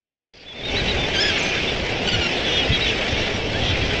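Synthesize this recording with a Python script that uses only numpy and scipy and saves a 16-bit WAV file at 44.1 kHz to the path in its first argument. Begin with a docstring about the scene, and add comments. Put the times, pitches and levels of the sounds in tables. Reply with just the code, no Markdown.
"""Flamingo flock on a lake shore

A huge flock fades in. By superposition its many far voices merge into a low gabble and a shrill
chatter. Near birds stand out with arched peeps, thin squeaks, nasal bleats and reedy honks: the
syrinx vibrates, and in bleats and honks throat resonances shape its harmonics.
Turbulent wind buffets the microphone."""
import sys
import numpy as np
from scipy import signal
from scipy.fft import rfft, irfft, next_fast_len
from scipy.io import wavfile
from scipy.ndimage import uniform_filter1d, map_coordinates

SR = 44100
rng = np.random.default_rng(int(sys.argv[2]) if len(sys.argv) > 2 else 0)


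def store_pcm(level_fs):
    """Save levels as 16-bit WAV."""
    pcm = np.round(np.clip(level_fs, -1, 1) * 32767).astype(np.int16)
    wavfile.write(sys.argv[1], SR, np.atleast_2d(pcm).T)


N = 176400
JITTER_PER_S = 250  # random pitch values a second
PEEP_ROUGH, HONK_ROUGH = 0.22, 0.31  # depth of amplitude flutter


def amp(db):
    """Amplitude ratio of a level in decibels."""
    return 10 ** (np.asarray(db) / 20)


def unit(x):
    """Normalisation to rms 1."""
    return x / np.sqrt(np.mean(x ** 2) + 1e-20)


def along(points, hz):
    """Interpolation of (frequency [Hz], value) points on a logarithmic frequency axis."""
    f, v = np.transpose(points)
    return np.interp(np.log(hz + 1), np.log(f + 1), v)


def level(rows):
    """Gain per sample, interpolated from (time [s], level [dB]) rows."""
    return amp(np.interp(np.arange(N) / SR, *np.transpose(rows)))


def wobble(rate, size=N):
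    """Random modulation: a spline through `rate` Gaussian values a second."""
    knots = rng.standard_normal(int(size * rate / SR) + 4)
    return map_coordinates(knots, [np.arange(size) * rate / SR])


def coloured(x, spectrum):
    """Linear filtering by (frequency [Hz], gain [dB]) rows, normalised to rms 1."""
    size = next_fast_len(N + 8192)
    gain = amp(along(spectrum, np.fft.rfftfreq(size, 1 / SR)))
    return unit(irfft(rfft(x, size) * gain, size)[:N])


def noise(spectrum):
    """Spectrally shaped Gaussian noise of rms 1."""
    return coloured(rng.standard_normal(N), spectrum)


def add(track, onset, sound):
    """Superposition of a sound on the track at onset [s]."""
    part = track[max(int(onset * SR), 0):][:len(sound)]
    part += sound[:len(part)]


def envelope(size, attack_s=0.003, release_s=0.0064):
    """Amplitude envelope: a plateau between quarter-sine ramps."""
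    t = np.arange(size) / SR
    attack = np.sin(np.pi / 2 * np.minimum(t / attack_s, 1))
    release = np.sin(np.pi / 2 * np.minimum(t[::-1] / release_s, 1))
    return attack * release


def arch(length, start, middle, end):
    """Pitch contour: a parabola through three values, over length [s]."""
    u = np.linspace(-1, 1, int(length * SR))
    return middle + u * (end - start) / 2 + u * u * ((start + end) / 2 - middle)


def echo(x, t60_s=0.079, db=-11.5):
    """Scattering by the flock and the shore adds a diffuse, exponentially decaying tail."""
    t = np.arange(SR // 2) / SR
    tail = rng.standard_normal(len(t)) * np.exp(-np.log(1000) * t / t60_s)
    return x + amp(db) * signal.fftconvolve(x, tail / np.linalg.norm(tail))[:N]


def wind():
    """Turbulent pressure fluctuations at the microphone: a lumpy rumble and a few hard buffets."""
    # turbulence spectrum (frequency [Hz], relative density [dB])
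    spectrum = [(20, -1.5), (90, 3), (170, -4.5), (290, -10.5), (700, -81)]
    # strength of the rumble (time [s], level [dB])
    strength = [(.8, -31.5), (2, -30), (2.33, -36.5), (2.6, -31.5), (4, -25.5)]
    # buffets (onset [s], duration [s], level [dB])
    buffets = [(0.587, 0.45, -28.5), (2.106, 0.11, -24), (2.694, 0.048, -17.5)]
    gate = np.zeros(N)
    for onset, length, db in buffets:
        add(gate, onset, amp(db) * envelope(int(length * SR)))
    rumble = unit(amp(1.5 * wobble(25.1)) * noise(spectrum))
    return level(strength) * rumble + gate * noise(spectrum)


def crowd(per_s, pitch_hz, bend, scatter_db, harmonics, call_s=0.055, spread=0.25, jitter=0.012):
    """Incoherent sum of far birds, each giving one arched call of random pitch, length and strength."""
    out, shake = np.zeros(N), wobble(JITTER_PER_S)
    birds = rng.standard_normal((int(per_s * N / SR), 5))
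    for i, (when, long, high, glide, loud) in enumerate(birds):
        contour = arch(call_s * np.exp(0.3 * long), 1 - bend * (1 + glide), 1, 1 - bend * (1 - glide))
        hz = pitch_hz * np.exp(spread * high) * contour
        waver = np.resize(np.roll(shake, -int(i / per_s * SR)), len(hz))
        phase = 2 * np.pi * np.cumsum(hz * (1 + jitter * waver)) / SR
        tone = sum(np.sin(k * phase + k * k * when) for k in range(1, harmonics + 1))
        add(out, (i + when) / per_s, amp(scatter_db * np.tanh(loud)) * tone * envelope(len(hz)))
    return unit(out)


def gabble():
    """Superposition of low nasal grunts; the farthest blur into noise."""
    # spectral envelope of the far grunts (frequency [Hz], relative gain [dB])
    spectrum = [(90, -20), (160, -5.5), (430, 0), (800, -6.5), (1300, -20), (2500, -72)]
    grunts = crowd(per_s=120, pitch_hz=188.6, bend=0.0812, scatter_db=8, harmonics=6)
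    return amp(-27) * unit(coloured(grunts, spectrum) + noise(spectrum))


def patchy(x, depth_db=2):
    """Random modulation in time and frequency, as unresolved hoarse calls come and go."""
    spectra = signal.stft(x, nperseg=256)[2]
    patches = uniform_filter1d(rng.standard_normal(spectra.shape), size=5, axis=0)
    patches = uniform_filter1d(patches, size=16, axis=1)
    return unit(signal.istft(spectra * amp(depth_db * unit(patches)), nperseg=256)[1][:N])


def chatter():
    """Superposition of shrill cries and peeps; the farthest blur into flickering noise."""
    # spectral envelope of the far shrill calls (frequency [Hz], relative gain [dB])
    spectrum = [(500, -59.5), (1100, -12), (1520, -3), (2400, 2), (3300, -1.5), (4400, -9.5), (5400, -10.5),
                (8200, -31), (9000, -57.5)]
    # strength of the chatter (time [s], level [dB])
    strength = [(1.1, -26), (1.32, -22.5), (1.6, -24.5), (1.9, -27), (2.25, -24.5), (3.2, -24.5),
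                (3.42, -28), (3.7, -25.5)]
    cries = crowd(per_s=240, pitch_hz=1399, bend=0.03975, scatter_db=1.5, harmonics=4)
    far_peeps = crowd(per_s=150, pitch_hz=3198, bend=0.0399, scatter_db=3.5, harmonics=2)
    calls = coloured(echo(cries + far_peeps), spectrum)
    blur = amp(1.67 * wobble(160)) * patchy(noise(spectrum))
    return level(strength) * unit(calls + blur)


def syrinx(hz, gains, rough, hoarse_db=-13, skirt_hz=807, jitter=0.0042):
    """Quasi-periodic vibration: pitch jitters, and each harmonic flutters amid noisy sidebands."""
    size = len(hz)
    phase = 2 * np.pi * np.cumsum(hz * (1 + jitter * wobble(JITTER_PER_S, size))) / SR
    tone = np.zeros(size)
    for k, gain in enumerate(gains, 1):
        skirt = wobble(2 * skirt_hz, size) + 1j * wobble(2 * skirt_hz, size)
        carrier = np.exp(1j * (k * phase + rng.uniform(0, 2 * np.pi)))
        flutter = rough * wobble(130, size)
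        tone += gain * np.imag(carrier * (1 + flutter + skirt * amp(hoarse_db) / np.sqrt(2)))
    return np.sqrt(2) * tone * envelope(size)


def peeps(rest_hz=3600, arch_hz=80.6):
    """Frequency modulation arches one partial; a peep above the resting pitch starts and ends near it."""
    # near peeps (onset [s], duration [s], middle pitch [Hz], net glide [Hz], level [dB])
    calls = [(0.462, 0.072, 3460, -130, -22.5), (0.544, .075, 3550, -150, -27.5),
             (0.635, 0.068, 3730, -81, -21.5), (0.757, 0.061, 4010, -100, -25.5),
             (0.874, 0.051, 3930, 16, -26.5), (0.987, .075, 3560, -50, -28), (1.41, .2, 2430, -55, -32),
             (1.547, 0.05, 3600, -150, -29.5), (1.674, 0.04, 3570, -110, -26.5),
             (2.444, .082, 3380, -300, -29), (2.522, .058, 3615, -63, -26), (2.57, 0.054, 3325, -110, -23),
             (2.618, 0.026, 2940, -93, -25.5), (2.641, 0.028, 3760, 351, -28),
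             (2.675, .08, 2020, 102, -32.5), (2.722, .052, 3310, -65, -23.5), (2.712, .06, 3900, 63, -29),
             (2.807, 0.057, 3880, -100, -25.5), (2.853, 0.059, 3010, -430, -27.5),
             (3.539, .06, 1736, 331, -35), (3.616, 0.12, 3250, -61, -29.5),
             (3.817, 0.048, 3260, -170, -31.5)]
    out = np.zeros(N)
    for onset, length, hz, glide, db in calls:
        foot = min(hz, rest_hz) - arch_hz
        pitch = arch(length, foot - glide / 2, hz, foot + glide / 2)
        add(out, onset, amp(db) * syrinx(pitch, [1], PEEP_ROUGH))
    return out


def squeaks():
    """Linear frequency sweeps of one high partial."""
    # thin squeaks (onset [s], duration [s], start pitch [Hz], end pitch [Hz], level [dB])
    calls = [(1.382, 0.036, 7300, 5670, -36.5), (1.422, .02, 5940, 8160, -40.5),
             (1.422, .09, 6120, 6200, -40), (2.081, 0.028, 4430, 4990, -31), (3.336, 0.04, 5740, 5720, -41)]
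    out = np.zeros(N)
    for onset, length, start, end, db in calls:
        pitch = np.linspace(start, end, int(length * SR))
        add(out, onset, amp(db) * syrinx(pitch, [1], PEEP_ROUGH))
    return out


def throat(hz, tilt_db):
    """Source and filter: throat resonances weight six harmonics of the syrinx."""
    # transfer function of a honking throat (frequency [Hz], gain [dB])
    response = [(1500, -8), (2900, 2.5), (3350, 0), (4950, -5), (5170, 12), (5400, 3.5), (5800, -9.5),
                (7000, -7), (8800, -37.5)]
    gains = [amp(along(response, (k + 1) * hz) + tilt_db * k) for k in range(6)]
    return syrinx(hz, gains, HONK_ROUGH)


def honks(sag=0.038):
    """Reedy harmonic tones under frequency modulation: short honks sag, a long one quavers."""
    # short honks (onset [s], duration [s], nominal pitch [Hz], source level [dB], tilt [dB/harmonic])
    short_honks = [(2.074, .022, 1513, -23, -1.5), (2.116, 0.045, 1500, -23, -3),
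                   (2.208, .07, 1440, -24.5, -4)]
    # course of the long honk (time [s], pitch [Hz], source level [dB])
    long_honk = [(1.135, 1648, -31.5), (1.172, 1540, -22.5), (1.195, 1608, -21.5), (1.211, 1730, -25),
                 (1.226, 1769, -24.5), (1.24, 1632, -23.5), (1.256, 1712, -22.5), (1.272, 1680, -27),
                 (1.286, 1708, -23), (1.31, 1522, -20.5)]
    out = np.zeros(N)
    for onset, length, hz, db, tilt_db in short_honks:
        pitch = hz * arch(length, 1 + sag / 2, 0.97, 1 - sag)
        add(out, onset, amp(db) * throat(pitch, tilt_db))
    times, hz, db = np.transpose(long_honk)
    t = np.arange(times[0], times[-1], 1 / SR)
    quaver = throat(np.interp(t, times, hz), tilt_db=-3)
    add(out, times[0], amp(np.interp(t, times, db)) * quaver)
    return out


def formant(hz, centre_hz, half_width_hz=450):
    """Band-pass gain of one throat resonance."""
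    return 1 / (1 + ((hz - centre_hz) / half_width_hz) ** 4)


def bleats(upper_hz=5670, upper_db=-15, sag=0.02):
    """Formant filtering: two throat resonances select the harmonics of a low, nasal voice."""
    # nasal bleats (onset [s], duration [s], lower formant [Hz], level [dB])
    calls = [(0.335, 0.051, 4730, -28), (0.394, .044, 4550, -28.5), (0.699, .067, 2908, -28.5),
             (.855, .048, 2960, -27.5), (1.295, 0.082, 3150, -29), (2.043, .12, 3310, -33),
             (2.461, 0.15, 3190, -26.5), (2.861, .055, 3317, -24.5), (3.121, 0.16, 3500, -33),
             (3.635, 0.092, 3420, -29)]
    out = np.zeros(N)
    for onset, length, lower_hz, db in calls:
        hz = lower_hz / 9.6 * arch(length, 1 + sag / 2, 0.98, 1 - sag)  # formant near harmonic 10
        gains = [formant(k * hz, lower_hz) + amp(upper_db) * formant(k * hz, upper_hz)
                 for k in range(1, 20)]
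        add(out, onset, amp(db) * unit(syrinx(hz, gains, HONK_ROUGH, hoarse_db=-6)))
    return out


def scene():
    """Superposition of the far flock, the wind and the near birds with their echo, in mono."""
    background = gabble() + chatter() + wind()
    near_birds = peeps() + squeaks() + honks() + bleats()
    return (background + echo(near_birds))[None]


def record(dry, cutoff_hz=9000):
    """A rising gain fades the sound in, and an ideal low-pass filter limits its bandwidth."""
    # fade-in, applied on top of all source levels (time [s], gain [dB])
    fade = [(.332, -74), (.338, -24.5), (.5, -18), (.76, -0.5)]
    size = next_fast_len(N + SR // 2)
    passband = np.fft.rfftfreq(size, 1 / SR) < cutoff_hz
    return irfft(rfft(dry * level(fade), size) * passband, size)[:, :N]


dry = scene()
out = record(dry)
store_pcm(out)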